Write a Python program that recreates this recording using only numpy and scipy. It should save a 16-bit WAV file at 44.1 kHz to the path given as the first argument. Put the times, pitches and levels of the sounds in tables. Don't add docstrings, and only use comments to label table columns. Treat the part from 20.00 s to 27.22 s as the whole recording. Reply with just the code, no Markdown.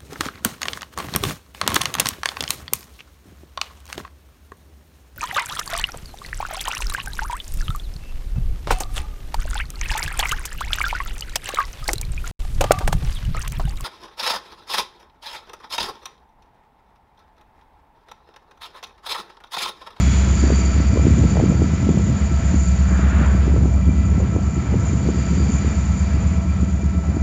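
import sys
import numpy as np
from scipy import signal
from scipy.fft import rfft, irfft, next_fast_len
from scipy.io import wavfile

SR = 44100
rng = np.random.default_rng(int(sys.argv[2]) if len(sys.argv) > 2 else 0)


def dump_mix(stems):
    frames = np.atleast_2d(stems).T
    limited = np.clip(frames, -1, 1)
    pcm = np.round(limited * 32767).astype(np.int16)
    wavfile.write(sys.argv[1], SR, pcm)


def elevation(decibels):
    levels = np.asarray(decibels, float)
    return 10 ** (levels / 20)


N = 318402


def seconds():
    return np.arange(N) / SR


def curve(rows):
    s, db = np.transpose(rows)
    return np.interp(seconds(), s, db)


def swelling(rows):
    t = seconds()
    return sum(db * np.exp(-((t - s) / length) ** 2) for s, db, length in rows)


def rms_one(x):
    return x / np.sqrt(np.mean(x ** 2) + 1e-20)


def drift(rate):
    r = np.exp(-80 * np.pi * rate / SR)
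    slow = signal.lfilter([1], [1, -2 * r, r * r], rng.standard_normal(N // 40 + 2002))[2000:]
    return np.interp(np.arange(N) / 40, np.arange(len(slow)), rms_one(slow - slow.mean()))


def resonance(x, hz, width):
    r = np.exp(-np.pi * width / SR)
    top_gain_one = np.array([1, 0, -1]) * (1 - r * r) / 2
    return signal.lfilter(top_gain_one, [1, -2 * r * np.cos(2 * np.pi * hz / SR), r * r], x)


def ringing_noise(hz, width):
    once = resonance(rng.standard_normal(N), hz, width)
    return rms_one(resonance(once, hz, width))


def noise(spectrum, shared_db, own_db, rate):
    size = next_fast_len(N)
    octave = np.log2(np.arange(1, size // 2 + 2) * SR / size)
    hz, db = np.transpose(spectrum)
    colour_db = np.interp(octave, np.log2(hz), db, left=-150, right=-150)
    colour = rfft(rng.standard_normal(size)) * elevation(colour_db)
    together_db = shared_db * drift(rate)
    out = 0
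    for centre in np.arange(np.log2(hz[0]), np.log2(hz[-1]) + .5, .5):
        overlap = np.clip(1 - 2 * abs(octave - centre), 0, 1)
        band = irfft(colour * overlap, size)[:N]
        out = out + band * elevation(together_db + own_db * drift(rate))
    return rms_one(out)


def whine(hz, width, flicker_db=3.9):
    phase = 2 * np.pi * np.cumsum(hz + 0.608 * width * drift(width)) / SR
    return np.sqrt(2) * elevation(flicker_db * drift(34)) * np.sin(phase)


def tones(pitches_hz, shapes):
    return sum(elevation(db + 1.5 * drift(1.8)) * whine(hz, width)
               for hz, (width, db) in zip(pitches_hz, shapes))


def order_tone(turns, db):
    return np.sqrt(2) * elevation(db) * np.cos(2 * np.pi * turns)


# time in seconds, level in dB.
THROB = [(0, -27), (.55, -28), (.95, -20.5), (2.2, -24), (2.8, -21), (4.2, -23), (5, -28.5), (6.3, -20),
         (7.22, -22.5)]
# order of the engine cycle, near engine in dB, far engine in dB.
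EXHAUST_ORDERS = [(7, -59, -43), (10, -34, -40), (11, -30, -30.5), (13, -41.5, -47), (14, -46, -44.5),
                  (15, -37.5, -40), (16, -41, -53.5), (18, -42.5, -44), (20, -32.5, -44.5),
                  (21, -36.5, -59.5), (22, -30, -41.5), (24, -31.5, -43), (26, -48.5, -51.5)]
NEAR_CYCLE_HZ, FAR_CYCLE_HZ = 8.393, 8.353
NEAR_THROB_S, FAR_THROB_S = .071, .0405
NEAR_DB, NEAR_SAG_S, NEAR_SAG_DB_PER_S = -20.2, 6.0, 3.5
FAR_DB, FAR_FADE_S, FAR_FADE_DB_PER_S = -20.6, 3.8, 9.5


def engines():
    t = seconds()
    near = NEAR_CYCLE_HZ * (t - NEAR_THROB_S)
    far = FAR_CYCLE_HZ * (t - FAR_THROB_S)
    near_sag_db = -NEAR_SAG_DB_PER_S * np.maximum(t - NEAR_SAG_S, 0)
    far_fade_db = -FAR_FADE_DB_PER_S * np.maximum(t - FAR_FADE_S, 0)
    out = order_tone(8 * near, NEAR_DB + near_sag_db)
    out += order_tone(8 * far, FAR_DB + far_fade_db)
    out += order_tone(9 * near, curve(THROB))
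    for order, near_db, far_db in EXHAUST_ORDERS:
        for turns, db in ((near, near_db), (far, far_db + far_fade_db)):
            wander_db = 1.6 * drift(1.5)
            out += order_tone(round(order) * turns + .25 * rng.random(), db + wander_db)
    return out


# frequency in Hz, density in dB per Hz.
ROAR_COLOUR = [(18, -42.5), (30, -13), (82, -2), (125, -11), (194, -8.5), (360, -26), (595, -25.5),
               (667, -23.5), (749, -26.5), (1310, -30), (3000, -52), (3900, -84.5), (6600, -120)]


def roar(carry_db):
    sink_db = 0.25 * (seconds() - 4.5)
    level = elevation(-27.5 + 0.12 * carry_db - sink_db)
    return level * noise(ROAR_COLOUR, shared_db=1.3, own_db=1.06, rate=6.4)


# frequency in Hz, density in dB per Hz.
CLATTER_COLOUR = [(820, -7.5), (1400, -3), (2210, -3), (2360, -1), (2640, -7), (3850, -12), (4590, -13.5),
                  (6000, -16.5), (7800, -49.5), (13200, -120)]


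def clatter(carry_db):
    return elevation(-41 + 0.88 * carry_db) * noise(CLATTER_COLOUR, shared_db=0.72, own_db=1.0, rate=3.8)


GEAR_HZ = [663.2, 948.8, 1326, 1338, 1519.5, 1989.6, 2368.6, 11633, 11768]
# width in Hz, level in dB.
GEAR_SHAPES = [(4.1, -48.5), (3.7, -57), (2.87, -49.5), (2.7, -56.5), (3.5, -71.5), (9, -56), (3.8, -54.5),
               (5, -92), (8, -92)]


def gears(carry_db):
    return elevation(1 + .3 * carry_db) * tones(GEAR_HZ, GEAR_SHAPES)


BLOWER_HZ = [4515, 4587, 4656, 4724]
# width in Hz, level in dB.
BLOWER_SHAPES = [(29, -10.5), (21.9, -5.5), (16, -3), (29.3, -5)]
# middle in seconds, rise in dB, length in seconds.
BLOWER_SWELLS = [
    (.62, 5, 0.31),
    (1.37, 4.5, 0.096),
    (2.76, 4, .08),
    (5.4, 5, 0.17),
    (6.15, 4, .15),
]


def blower(carry_db):
    level_db = -56.5 + 0.96 * carry_db + swelling(BLOWER_SWELLS) + 1.5 * drift(5.8)
    return elevation(level_db) * tones(BLOWER_HZ, BLOWER_SHAPES)


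# frequency in Hz, density in dB per Hz.
HISS_COLOUR = [(2940, -45), (5000, -18), (6090, -10.5), (6580, -5), (6870, -2), (7120, 5.5), (7380, -12.5),
               (7700, -23), (8560, -29), (11100, -61), (18800, -120)]
# middle in seconds, rise in dB, length in seconds.
HISS_SWELLS = [(0.116, 0, .08), (.45, 3.5, 0.12), (1.175, 2.5, 0.054), (1.45, -1, .05), (2.633, 6.5, 0.13),
               (2.97, 4, .05), (4.868, 8, 0.047), (5.313, 0.5, 0.039), (5.553, 5.5, 0.062),
               (5.978, 2.5, .05)]


def hiss(carry_db):
    steady = noise(HISS_COLOUR, shared_db=.1, own_db=.6, rate=59)
    peak_db = swelling(HISS_SWELLS) + 2 * drift(40)
    port = resonance(steady, 7050, width=1800)
    return elevation(-42.5 + 0.96 * carry_db) * (steady + (elevation(peak_db) - 1) * port)


SQUEAL_HZ = [3343, 4116.5, 5630, 5900, 7700, 8209, 8282, 8700]
# width in Hz, level in dB, time to fall 60 dB in seconds.
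SQUEAL_SHAPES = [(6, -47.5, .7), (5, -50.5, .9), (12, -56, .5), (12, -54, .5), (30, -64, .7), (8, -66, .9),
                 (8, -69, .8), (10, -74, .7)]


def squeal():
    t = seconds()
    past_hold = np.maximum(t - .2, 0)
    out = elevation(-58 - 60 * t / 1.4) * ringing_noise(10000, 5500)
    for hz, (width, db, t60) in zip(SQUEAL_HZ, SQUEAL_SHAPES):
        out += elevation(db + 1 - 60 * past_hold / t60) * whine(hz, width, flicker_db=.8)
    return out


# top in seconds, level in dB.
SPURTS = [
    (2.95, -37.5),
    (3.08, -39),
    (3.221, -30),
]
# frequency in Hz, density in dB per Hz.
PUFF_COLOUR = [(260, -45), (450, -9), (560, -5), (830, -6.5), (869, -8.5), (1480, -3), (2850, -18.5),
               (3180, -21), (4000, -27), (5200, -56), (8800, -120)]


def puff():
    t = seconds()
    level = 0
    for s, db in SPURTS:
        rise_db = 66.5 * np.maximum(s - t, 0)
        fall_db = 60 * np.maximum(t - s, 0)
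        level = level + elevation(db - rise_db - fall_db)
    return level * noise(PUFF_COLOUR, shared_db=.3, own_db=.8, rate=19)


# time in seconds, level in dB.
GUST = [(0, -35), (.5, -36), (.8, -35.5), (1.07, -29), (1.4, -29.5), (1.7, -33.5), (1.95, -31.5),
        (2.3, -39), (2.9, -39), (3.5, -32), (3.9, -38.5), (4.2, -32.5), (4.5, -37.5), (4.9, -34),
        (5.4, -33.5), (5.7, -38), (6.8, -40), (7.22, -38)]
# middle in seconds, peak in dB, pitch in Hz.
EDDIES = [(.44, -9, 400), (.472, -13.5, 300), (.505, -6, 510), (.524, -9.5, 370), (0.803, -11, 288),
          (.975, -6, 514), (1.07, -5, 420), (1.24, -8, 400), (1.371, -9.5, 870), (1.401, -8.5, 820),
          (1.44, -6, 400), (1.5, -7.5, 268), (1.524, -11.5, 607), (1.621, -6.5, 372), (1.892, -5.5, 400),
          (1.975, -13.5, 590), (2.103, -12, 259), (2.544, -10.5, 320), (3.215, -11, 280),
          (3.48, -12.5, 400), (3.564, -10.5, 510), (3.658, -12, 370), (3.893, -11.5, 302),
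          (4.204, -10.5, 510), (4.364, -11, 480), (4.743, -8.5, 417), (5.09, -9, 424), (5.648, -15.5, 480),
          (6.632, -16.5, 300), (7.17, -14.5, 370)]


def eddies():
    s, db, hz = np.repeat(EDDIES, 2, axis=0).T
    lag, dull = rng.random((len(s), 2)).T
    side = np.resize([-1, 1], len(s))
    follower_s = s + .025 * (.4 + .6 * lag) * side
    followers = np.transpose([follower_s, db - 6, hz * (0.57 + .35 * dull)])
    turn, size, pitch = rng.random((70, 3)).T
    gust_db = curve(GUST)
    passed = np.cumsum(elevation(gust_db))
    at = np.searchsorted(passed, (.01 + .98 * turn) * passed[-1])
    small_db = -19 + 3 * (2 * size - 1) + 0.24 * (gust_db[at] + 33.5)
    small = np.transpose([at / SR, small_db, 234 * (400 / 234) ** pitch])
    return np.vstack([EDDIES, followers, small])


def eddy_push(hz, lag, glide):
    t = np.arange(round((2.4 + 1.6 * glide) / hz * SR)) / SR
    share = t / t[-1]
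    bell = np.sin(np.pi * share)
    push = bell ** 2 * np.cos(2 * np.pi * (hz * t * (1.05 - 0.27 * share) + lag))
    push += .5 * bell ** 2 * np.cos(2 * np.pi * (0.51 * hz * t + glide))
    push += elevation(-18) * bell ** 4 * np.cos(2 * np.pi * (2 * hz * t + lag + glide))
    return push


# frequency in Hz, density in dB per Hz.
WIND_COLOUR = [(30, -42), (60, -4), (100, -0.5), (200, -7), (300, -14), (450, -23.5), (700, -35),
               (1000, -58)]


def wind():
    rows = eddies()
    out = elevation(curve(GUST) + 12.0) * noise(WIND_COLOUR, shared_db=1.3, own_db=1.3, rate=14)
    for (s, db, hz), (lag, glide) in zip(rows, rng.random((len(rows), 2))):
        push = eddy_push(hz, lag, glide)
        level = elevation(db - 0.34 - 4.5 * np.log2(hz / 400))
        at = round(s * SR) - len(push) // 2
        out[at:at + len(push)] += (level * push)[:N - at]
    return out


# start in seconds, level in dB, pitch in Hz, width in Hz, length in seconds.
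TICKS = [
    (1.098, -63, 8500, 6000, .009),
    (1.838, -64, 9800, 400, .007),
    (7.145, -68, 9800, 400, .007),
]


def ticks():
    t = seconds()
    return sum(elevation(db) * np.exp(-((t - s - length) / length) ** 2) * ringing_noise(hz, width)
               for s, db, hz, width, length in TICKS)


# frequency in Hz, density in dB per Hz.
FLOOR_COLOUR = [(7000, -7.5), (8500, -5.5), (9700, -3), (11000, -7.5), (13000, -7.5), (15400, -11),
                (16000, -13.5)]


def microphone_noise():
    return elevation(-72.5) * noise(FLOOR_COLOUR, shared_db=.1, own_db=.2, rate=5)


# time in seconds, level in dB.
CARRY = [(0, 8.5), (.3, 5.5), (.6, 6), (.9, 2), (1.3, 2.5), (1.9, -0.5), (2.5, 1), (2.9, -1), (3.3, -2),
         (3.8, -5), (4.6, -3.5), (4.9, -1.5), (5.4, 2), (5.9, 0), (6.3, -3), (6.9, -7), (7.22, -5.5)]


def scene():
    carry_db = curve(CARRY)
    out = engines() + roar(carry_db) + clatter(carry_db)
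    out += gears(carry_db) + blower(carry_db) + hiss(carry_db)
    out += squeal() + puff() + wind() + ticks()
    return out[None]


def roll_off(x):
    return signal.sosfilt(signal.butter(12, 15500, fs=SR, output="sos"), x)


def record(dry):
    x = signal.sosfilt(signal.butter(3, 45, "high", fs=SR, output="sos"), dry)
    x = .95 * np.tanh(x / .95) + microphone_noise()
    return roll_off(x)


dry = scene()
out = record(dry)
dump_mix(out)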